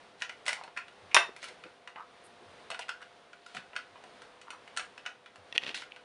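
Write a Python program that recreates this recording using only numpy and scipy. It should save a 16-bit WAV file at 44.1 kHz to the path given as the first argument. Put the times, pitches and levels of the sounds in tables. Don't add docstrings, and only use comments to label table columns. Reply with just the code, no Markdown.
import sys
import numpy as np
from scipy import signal
from scipy.fft import rfft, irfft, next_fast_len
from scipy.io import wavfile
from scipy.ndimage import map_coordinates

SR = 44100
rng = np.random.default_rng(int(sys.argv[2]) if len(sys.argv) > 2 else 0)


def to_wav(s):
    ch = np.atleast_2d(s).T
    pcm = np.round(np.clip(ch, -1, 1) * 32767)
    wavfile.write(sys.argv[1], SR, pcm.astype(np.int16))


N = 266364


def amp(db):
    return 10 ** (np.asarray(db) / 20)


def unit(x):
    return x / np.sqrt(np.mean(x ** 2) + 1e-20)


def along(points, hz):
    f, v = np.transpose(points)
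    return np.interp(np.log(hz + 1), np.log(f + 1), v)


def add(track, s, sound):
    part = track[max(round(s * SR), 0):][:len(sound)]
    part += sound[:len(part)]


def coloured(x, curve):
    m = 2 * next_fast_len(len(x) // 2 + 1024)
    gain = amp(curve(np.fft.rfftfreq(m, 1 / SR)))
    cepstrum = irfft(np.log(gain + 1e-6))
    cepstrum[1:m // 2] *= 2
    cepstrum[m // 2 + 1:] = 0
    response = np.exp(rfft(cepstrum))
    return irfft(rfft(x, m) * response)[:len(x)]


# pitch_hz [Hz], t60_s [s]
ROOM_DECAY = [(150, 0.2), (800, 0.27), (2200, 0.24), (5500, 0.23), (11000, 0.18)]


def in_room(x, wet_db, build_s=0.0012):
    hz = np.fft.rfftfreq(256, 1 / SR)
    t = np.arange(80) * 128 / SR
    noise = rng.standard_normal((len(hz), len(t), 2)) @ [1, 1j]
    decay = amp(-60 * t / along(ROOM_DECAY, hz)[:, None])
    tail = signal.istft(noise * decay)[1]
    tail *= 1 - np.exp(-(np.arange(len(tail)) / SR / build_s) ** 2)
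    response = amp(wet_db) * unit(tail) / np.sqrt(len(tail))
    response[0] = 1
    return signal.fftconvolve(x, response)


# [dB per Hz, relative]
AIR_COLOUR = [(12, -63), (20, -23), (185, -8), (341, -6.5), (445, -3), (494, -4), (628, -3), (698, -7),
              (756, -3.5), (1960, -9.5), (2490, -12), (3610, -13), (8000, -29.5), (9130, -24.5),
              (11300, -42.5), (14700, -59), (22000, -120)]
# [dB, before drift]
HUM_TONES = [(100, -92), (399, -75), (500, -66.5), (699.5, -66)]


def background(air_db=-58.0, air_drift_db=2.0, hum_drift_db=2.2, phase_drift_rad=0.5):
    t = np.arange(N) / SR
    drift = lambda: map_coordinates(rng.standard_normal(64), [t * 5])
    air = unit(coloured(rng.standard_normal(N), lambda f: along(AIR_COLOUR, f)))
    air = amp(air_db + air_drift_db * drift()) * air
    hum = np.zeros(N)
    for hz, db in HUM_TONES:
        level = amp(db + hum_drift_db * drift())
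        hum += level * np.sin(2 * np.pi * hz * t + phase_drift_rad * drift())
    return air + hum


# [dB, envelope peak]
THROB_TIMES = [(1.019, -60), (2.46, -62), (3.91, -70), (5.379, -61.5)]


def throbs(start_hz=108, sink_per_s=4, swell_s=0.021):
    out = np.zeros(N)
    t = np.arange(SR // 4) / SR
    phase = 2 * np.pi * np.cumsum(start_hz * np.exp(-sink_per_s * t)) / SR
    swell = t / swell_s * np.exp(1 - t / swell_s)
    for s, db in THROB_TIMES:
        add(out, s, amp(db) * swell * np.sin(phase))
    return out


def friction(slips_per_s, size_db, hiss):
    n = SR // 3
    ticks = (rng.random(n) < slips_per_s / SR) * amp(size_db * rng.standard_normal(n))
    return (ticks + hiss) * rng.standard_normal(n)


# start_s [s], length_s [s], pitch_hz [Hz], level_db [dB]
SCUFF_DRAGS = [(0.56, 0.11, 900, -52), (0.761, 0.016, 1600, -45.5), (1.104, 0.038, 2350, -50),
               (1.281, 0.021, 377, -50.5), (1.497, 0.037, 410, -58.5), (1.637, 0.04, 360, -55.5),
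               (1.947, 0.1, 1050, -49), (2.23, 0.044, 9400, -65), (2.401, 0.039, 350, -60),
               (2.704, 0.045, 750, -50), (2.802, 0.039, 2680, -47), (2.998, 0.04, 1410, -52),
               (3.544, 0.064, 176, -58.5), (4.465, 0.031, 1160, -52), (4.517, 0.057, 1090, -55),
               (5.906, 0.022, 2640, -49.5)]
SCUFF_OCTAVES, SCUFF_NARROWING = 0.5, 0.37


def scuffs():
    out = np.zeros(N)
    for s, length, hz, db in SCUFF_DRAGS:
        force = friction(slips_per_s=1000, size_db=5.5, hiss=0.095)
        width = SCUFF_OCTAVES * (hz / 1000) ** -SCUFF_NARROWING
        resonance = lambda f: -20 * np.log10(1 + (np.sinh(np.log((f + 1) / hz)) * 2 / width) ** 2)
        n = round(length * SR)
        drag = coloured(force, resonance)[-n:] * signal.windows.tukey(n, .6)
        add(out, s, in_room(amp(db) * unit(drag), wet_db=-8.0))
    return out


STROKE_DEPTH_DB = 20.5


def pressure(s, rise, fall, db):
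    return [(s - rise, db - STROKE_DEPTH_DB), (s, db), (s + fall, db - STROKE_DEPTH_DB)]


def stroke(levels, colour, force):
    s, db = np.transpose(levels)
    t = np.arange(len(force)) / SR + s[0]
    envelope = amp(np.interp(t, s, db, right=-120))
    return unit(coloured(force, lambda f: along(colour, f))) * envelope


# peak_s [s, greatest pressure], rise_s [s], fall_s [s], level_db [dB]
RUB_STROKES = [(0.205, 0.032, 0.022, -54), (0.53, 0.006, 0.15, -54), (1.44, 0.056, 0.11, -46.5),
               (3.52, 0.24, 0.092, -60), (3.572, 0.035, 0.023, -43), (5.746, 0.0038, 0.096, -37)]
# [dB per Hz, relative]
SLIDE_COLOUR = [(120, -28), (200, -11), (839, -8.5), (945, -7.5), (1200, -22), (1370, -3.5), (3710, -1.5),
                (4390, -3), (5110, -10), (10200, -19), (11300, -44), (14700, -44), (22000, -120)]
# [dB, before the grind gain]
STUD_PUSHES = [
    [(5.546, -50), (5.554, -37), (5.564, -38), (5.569, -48)],
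    [(5.612, -49), (5.646, -40), (5.658, -51), (5.666, -38.5), (5.684, -41), (5.694, -37.5), (5.738, -54)],
]


def rubbing(grind_db=-3):
    out = np.zeros(N)
    for rub in RUB_STROKES:
        levels = pressure(*rub)
        slide = stroke(levels, SLIDE_COLOUR, friction(slips_per_s=1200, size_db=2.5, hiss=0.14))
        add(out, levels[0][0], in_room(slide, wet_db=-7.5))
    for push in STUD_PUSHES:
        grind = stroke(push, STUD_SHELL, friction(slips_per_s=1600, size_db=3.0, hiss=0.16))
        add(out, push[0][0], in_room(amp(grind_db) * grind, wet_db=-14))
    return out


def strike(db, knock_db, bright_db, modes, crack_colour, crack_t60, ring_db, spot=lambda f: 0,
           knock_hz=950, bright_hz=4800, small_hz=140, scatter_db=0.8, impact_db=-14, grip=0.0049):
    hz, level, t60 = np.transpose(modes)[:, :, None]
    t = np.arange(round((t60.max() + crack_t60) * SR)) / SR
    attack = slice(SR // 125)
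    loudness = lambda x: np.sqrt(np.mean(x[attack] ** 2))

    strength = amp(level + scatter_db * rng.standard_normal(hz.shape)) * rng.choice([-1, 1], hz.shape)
    detune = 1 + grip * rng.standard_normal(hz.shape)
    partials = strength * amp(-60 * t / t60) * np.sin(2 * np.pi * hz * detune * t)
    ring = np.sum(partials, axis=0)

    shell_decay = amp(-60 * t / crack_t60)
    impact_decay = amp(impact_db - 60 * t / 0.00626)
    burst = np.resize(rng.standard_normal(SR // 8), len(t)) * (shell_decay + impact_decay)
    crack = coloured(burst, lambda f: along(crack_colour, f))

    knock = lambda f: knock_db / (1 + (f / knock_hz) ** 4)
    bright = lambda f: bright_db * (1 - 1 / (1 + (f / bright_hz) ** 4))
    radiation = lambda f: -10 * np.log10(1 + (small_hz / (f + 10)) ** 4)
    hit = crack / loudness(crack) + amp(ring_db) * ring / loudness(ring)
    hit = np.pad(hit, (0, SR // 50))
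    hit = coloured(hit, lambda f: knock(f) + bright(f) + radiation(f) + spot(f))
    return amp(db) * hit / loudness(hit)


SLIP_GAP_S, SLIP_DB = 0.014, -3


def slips():
    rows = []
    for push in STUD_PUSHES:
        s, db = np.transpose(push)
        times = np.arange(s[0], s[-1] - SLIP_GAP_S / 2, SLIP_GAP_S)
        times = times + SLIP_GAP_S * rng.random(len(times))
        rows += zip(times, np.interp(times, s, db) + SLIP_DB)
    return rows


# start_s [s], level_db [dB]
STUD_SNAPS = [(5.5259, -39.5), (5.5526, -42), (5.5637, -42), (5.579, -21), (5.6357, -39.5), (5.6652, -38),
              (5.7442, -39)]
# pitch_hz [Hz], level_db [dB, relative], t60_s [s]
STUD_RING = [(1890, -8.5, 0.026), (2330, -29, 0.0091), (2575, -3.5, 0.018), (2750, -5, 0.021),
             (3330, -2, 0.0093), (5730, -10, 0.0054), (9900, -23.5, 0.0074)]
# [dB per Hz, relative]
STUD_SHELL = [(30, -47), (100, -19), (250, -7), (1200, -6), (2600, 1), (4000, -2.5), (6000, -17),
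              (8300, -25), (10000, -29), (11500, -39)]
KNOCK_EVEN_DB, KNOCK_SLOPE = -33, 1.3


def studs(bright_db=-2, most_knock_db=13):
    out = np.zeros(N)
    for s, db in STUD_SNAPS + slips():
        knock_db = min(KNOCK_SLOPE * (KNOCK_EVEN_DB - db), most_knock_db)
        snap = strike(db, knock_db, bright_db, STUD_RING, STUD_SHELL, crack_t60=0.0078, ring_db=9.5)
        add(out, s, in_room(snap, wet_db=-21))
    return out


# start_s [s], level_db [dB], knock_db [dB], bright_db [dB]
CAB_LANDING = [(1.1454, -16.5, -2, 4.5), (1.1494, -22, -1, -12.5), (1.166, -14, -1.5, -20.5),
               (1.1724, -21.5, -7, -12)]
# pitch_hz [Hz], level_db [dB, relative], t60_s [s]
CAB_RING = [(178, -37, .1), (370, -16, 0.16), (683, -5, 0.19), (797, -6, 0.098), (880, -4.5, 0.073),
            (946, -3, 0.078), (1004, -4, 0.063), (1115, -18, 0.14), (1310, -13, .08), (1508, -7, 0.12),
            (1560, 0, 0.14), (1940, -10, 0.17), (2130, -8, 0.09), (2380, -10, .1), (2330, -9, .08),
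            (2658, 9, 0.062), (2615, 1, 0.11), (2760, -8.5, 0.14), (3570, -8, 0.106), (3670, 2, 0.14),
            (4800, -23, .07), (7070, -1, .04), (8930, 2, 0.037)]
# [dB per Hz, relative]
CAB_SHELL = [(30, -57.5), (100, -38), (200, -52), (350, -13), (520, -10.5), (950, -1), (1400, -1.5),
             (1900, -3), (2600, -3.5), (4000, -9.5), (5300, -8), (7000, -19), (7900, -22.5), (9000, -10.5),
             (10200, -19.5), (11500, -37)]


def cab():
    out = np.zeros(N)
    for s, *blow in CAB_LANDING:
        clack = strike(*blow, CAB_RING, CAB_SHELL, crack_t60=0.029, ring_db=-3.0, impact_db=-2.5, grip=0.0018)
        add(out, s, in_room(clack, wet_db=-6.0))
    return out


# start_s [s], level_db [dB], spot [name]
WAGON_TAPS = [(0.2204, -31.5, "rim"), (0.2943, -39.5, "rim"), (0.464, -36, "corner"),
              (0.4805, -28, "corner"), (0.492, -30.5, "corner"), (0.5296, -32.5, "corner"),
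              (0.6371, -46.5, "floor"), (0.6783, -48.5, "flat"), (0.7734, -33.5, "wall"),
              (0.882, -51, "wall"), (1.3633, -47.5, "corner"), (1.4282, -43.5, "corner"),
              (1.4412, -41, "edge"), (1.4866, -48, "corner"), (1.6379, -46.5, "wall"), (1.875, -43, "stud"),
              (1.9586, -45.5, "flat"), (2.703, -37.5, "floor"), (2.7142, -39, "stud"),
              (2.7454, -39.5, "wall"), (2.792, -37.5, "floor"), (2.8912, -32.5, "wall"),
              (3.017, -54, "edge"), (3.463, -48, "edge"), (3.548, -43.5, "floor"), (3.5682, -38, "wall"),
              (3.7632, -32.5, "wall"), (3.957, -50, "flat"), (4.0385, -52, "floor"), (4.2193, -50, "edge"),
              (4.5044, -42, "edge"), (4.677, -50.5, "stud"), (4.773, -30.5, "edge"),
              (4.7958, -36.5, "wall"), (4.9783, -46, "stud"), (5.062, -35, "wall"), (5.2602, -50, "wall"),
              (5.82, -42, "wall"), (5.9621, -49, "wall")]
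WAGON_SPOTS = {"rim": (1880, -7, 0.92), "corner": (2140, 0, 9.5), "wall": (1453, -9.5, -3.5),
               "edge": (1420, -7, 9.1), "floor": (730, 9.5, 7.8), "flat": (920, 7.9, -23),
               "stud": (2820, -5, -0.89)}
FIDGET_START_S, FIDGET_END_S = 2.8, 5.4
FIDGET_DB, FIDGET_SPREAD_DB = -50.5, 1
GRAZE_S, GRAZE_DB, FIRM_DB = 0.008, -14, -36.8


def contacts(count=6):
    grazes = [(s - GRAZE_S, db + GRAZE_DB, spot) for s, db, spot in WAGON_TAPS if db > FIRM_DB]
    ticks = []
    for k in range(count):
        s = FIDGET_START_S + (FIDGET_END_S - FIDGET_START_S) * (k + rng.random()) / count
        ticks.append((s, rng.normal(FIDGET_DB, FIDGET_SPREAD_DB), rng.choice(list(WAGON_SPOTS))))
    return WAGON_TAPS + grazes + ticks


# pitch_hz [Hz], level_db [dB, relative], t60_s [s]
WAGON_RING = [(647, 2, 0.044), (749, -5, 0.13), (997, 4, 0.061), (1355, 9, 0.028), (1432, 9, 0.029),
              (1491, -3, 0.099), (1615, 1, 0.087), (1850, -6, 0.043), (2002, 4, 0.055), (2507, -1, 0.066),
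              (2670, 3, 0.026), (2942, 6.5, 0.042), (3430, -18, 0.047), (3800, -2.5, 0.04),
              (4373, -4, 0.069), (4620, -13, .03), (8700, -28, .03)]
# [dB per Hz, relative]
WAGON_SHELL = [(30, -37), (100, -21), (200, -35), (600, -5.5), (1000, -2), (1450, 0), (2600, 1),
               (4000, -8.5), (6000, -13.5), (7500, -18.5), (8700, -17), (10200, -23), (11500, -44.5)]


def wagon(spot_db=7, spot_octaves=0.17):
    out = np.zeros(N)
    for s, db, where in contacts():
        hz, knock_db, bright_db = WAGON_SPOTS[where]
        spot = lambda f: spot_db * np.exp(-(np.log2((f + 1) / hz) / spot_octaves) ** 2)
        tap = strike(db, knock_db, bright_db, WAGON_RING, WAGON_SHELL, crack_t60=0.029, ring_db=-2.5, spot=spot)
        add(out, s, in_room(tap, wet_db=-3.5))
    return out


def scene():
    mix = background() + throbs() + scuffs() + rubbing() + studs() + cab() + wagon()
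    return mix[None]


def record(dry):
    low_pass = signal.ellip(10, .1, 70, 11140, fs=SR, output="sos")
    return signal.sosfilt(low_pass, dry)


dry = scene()
out = record(dry)
to_wav(out)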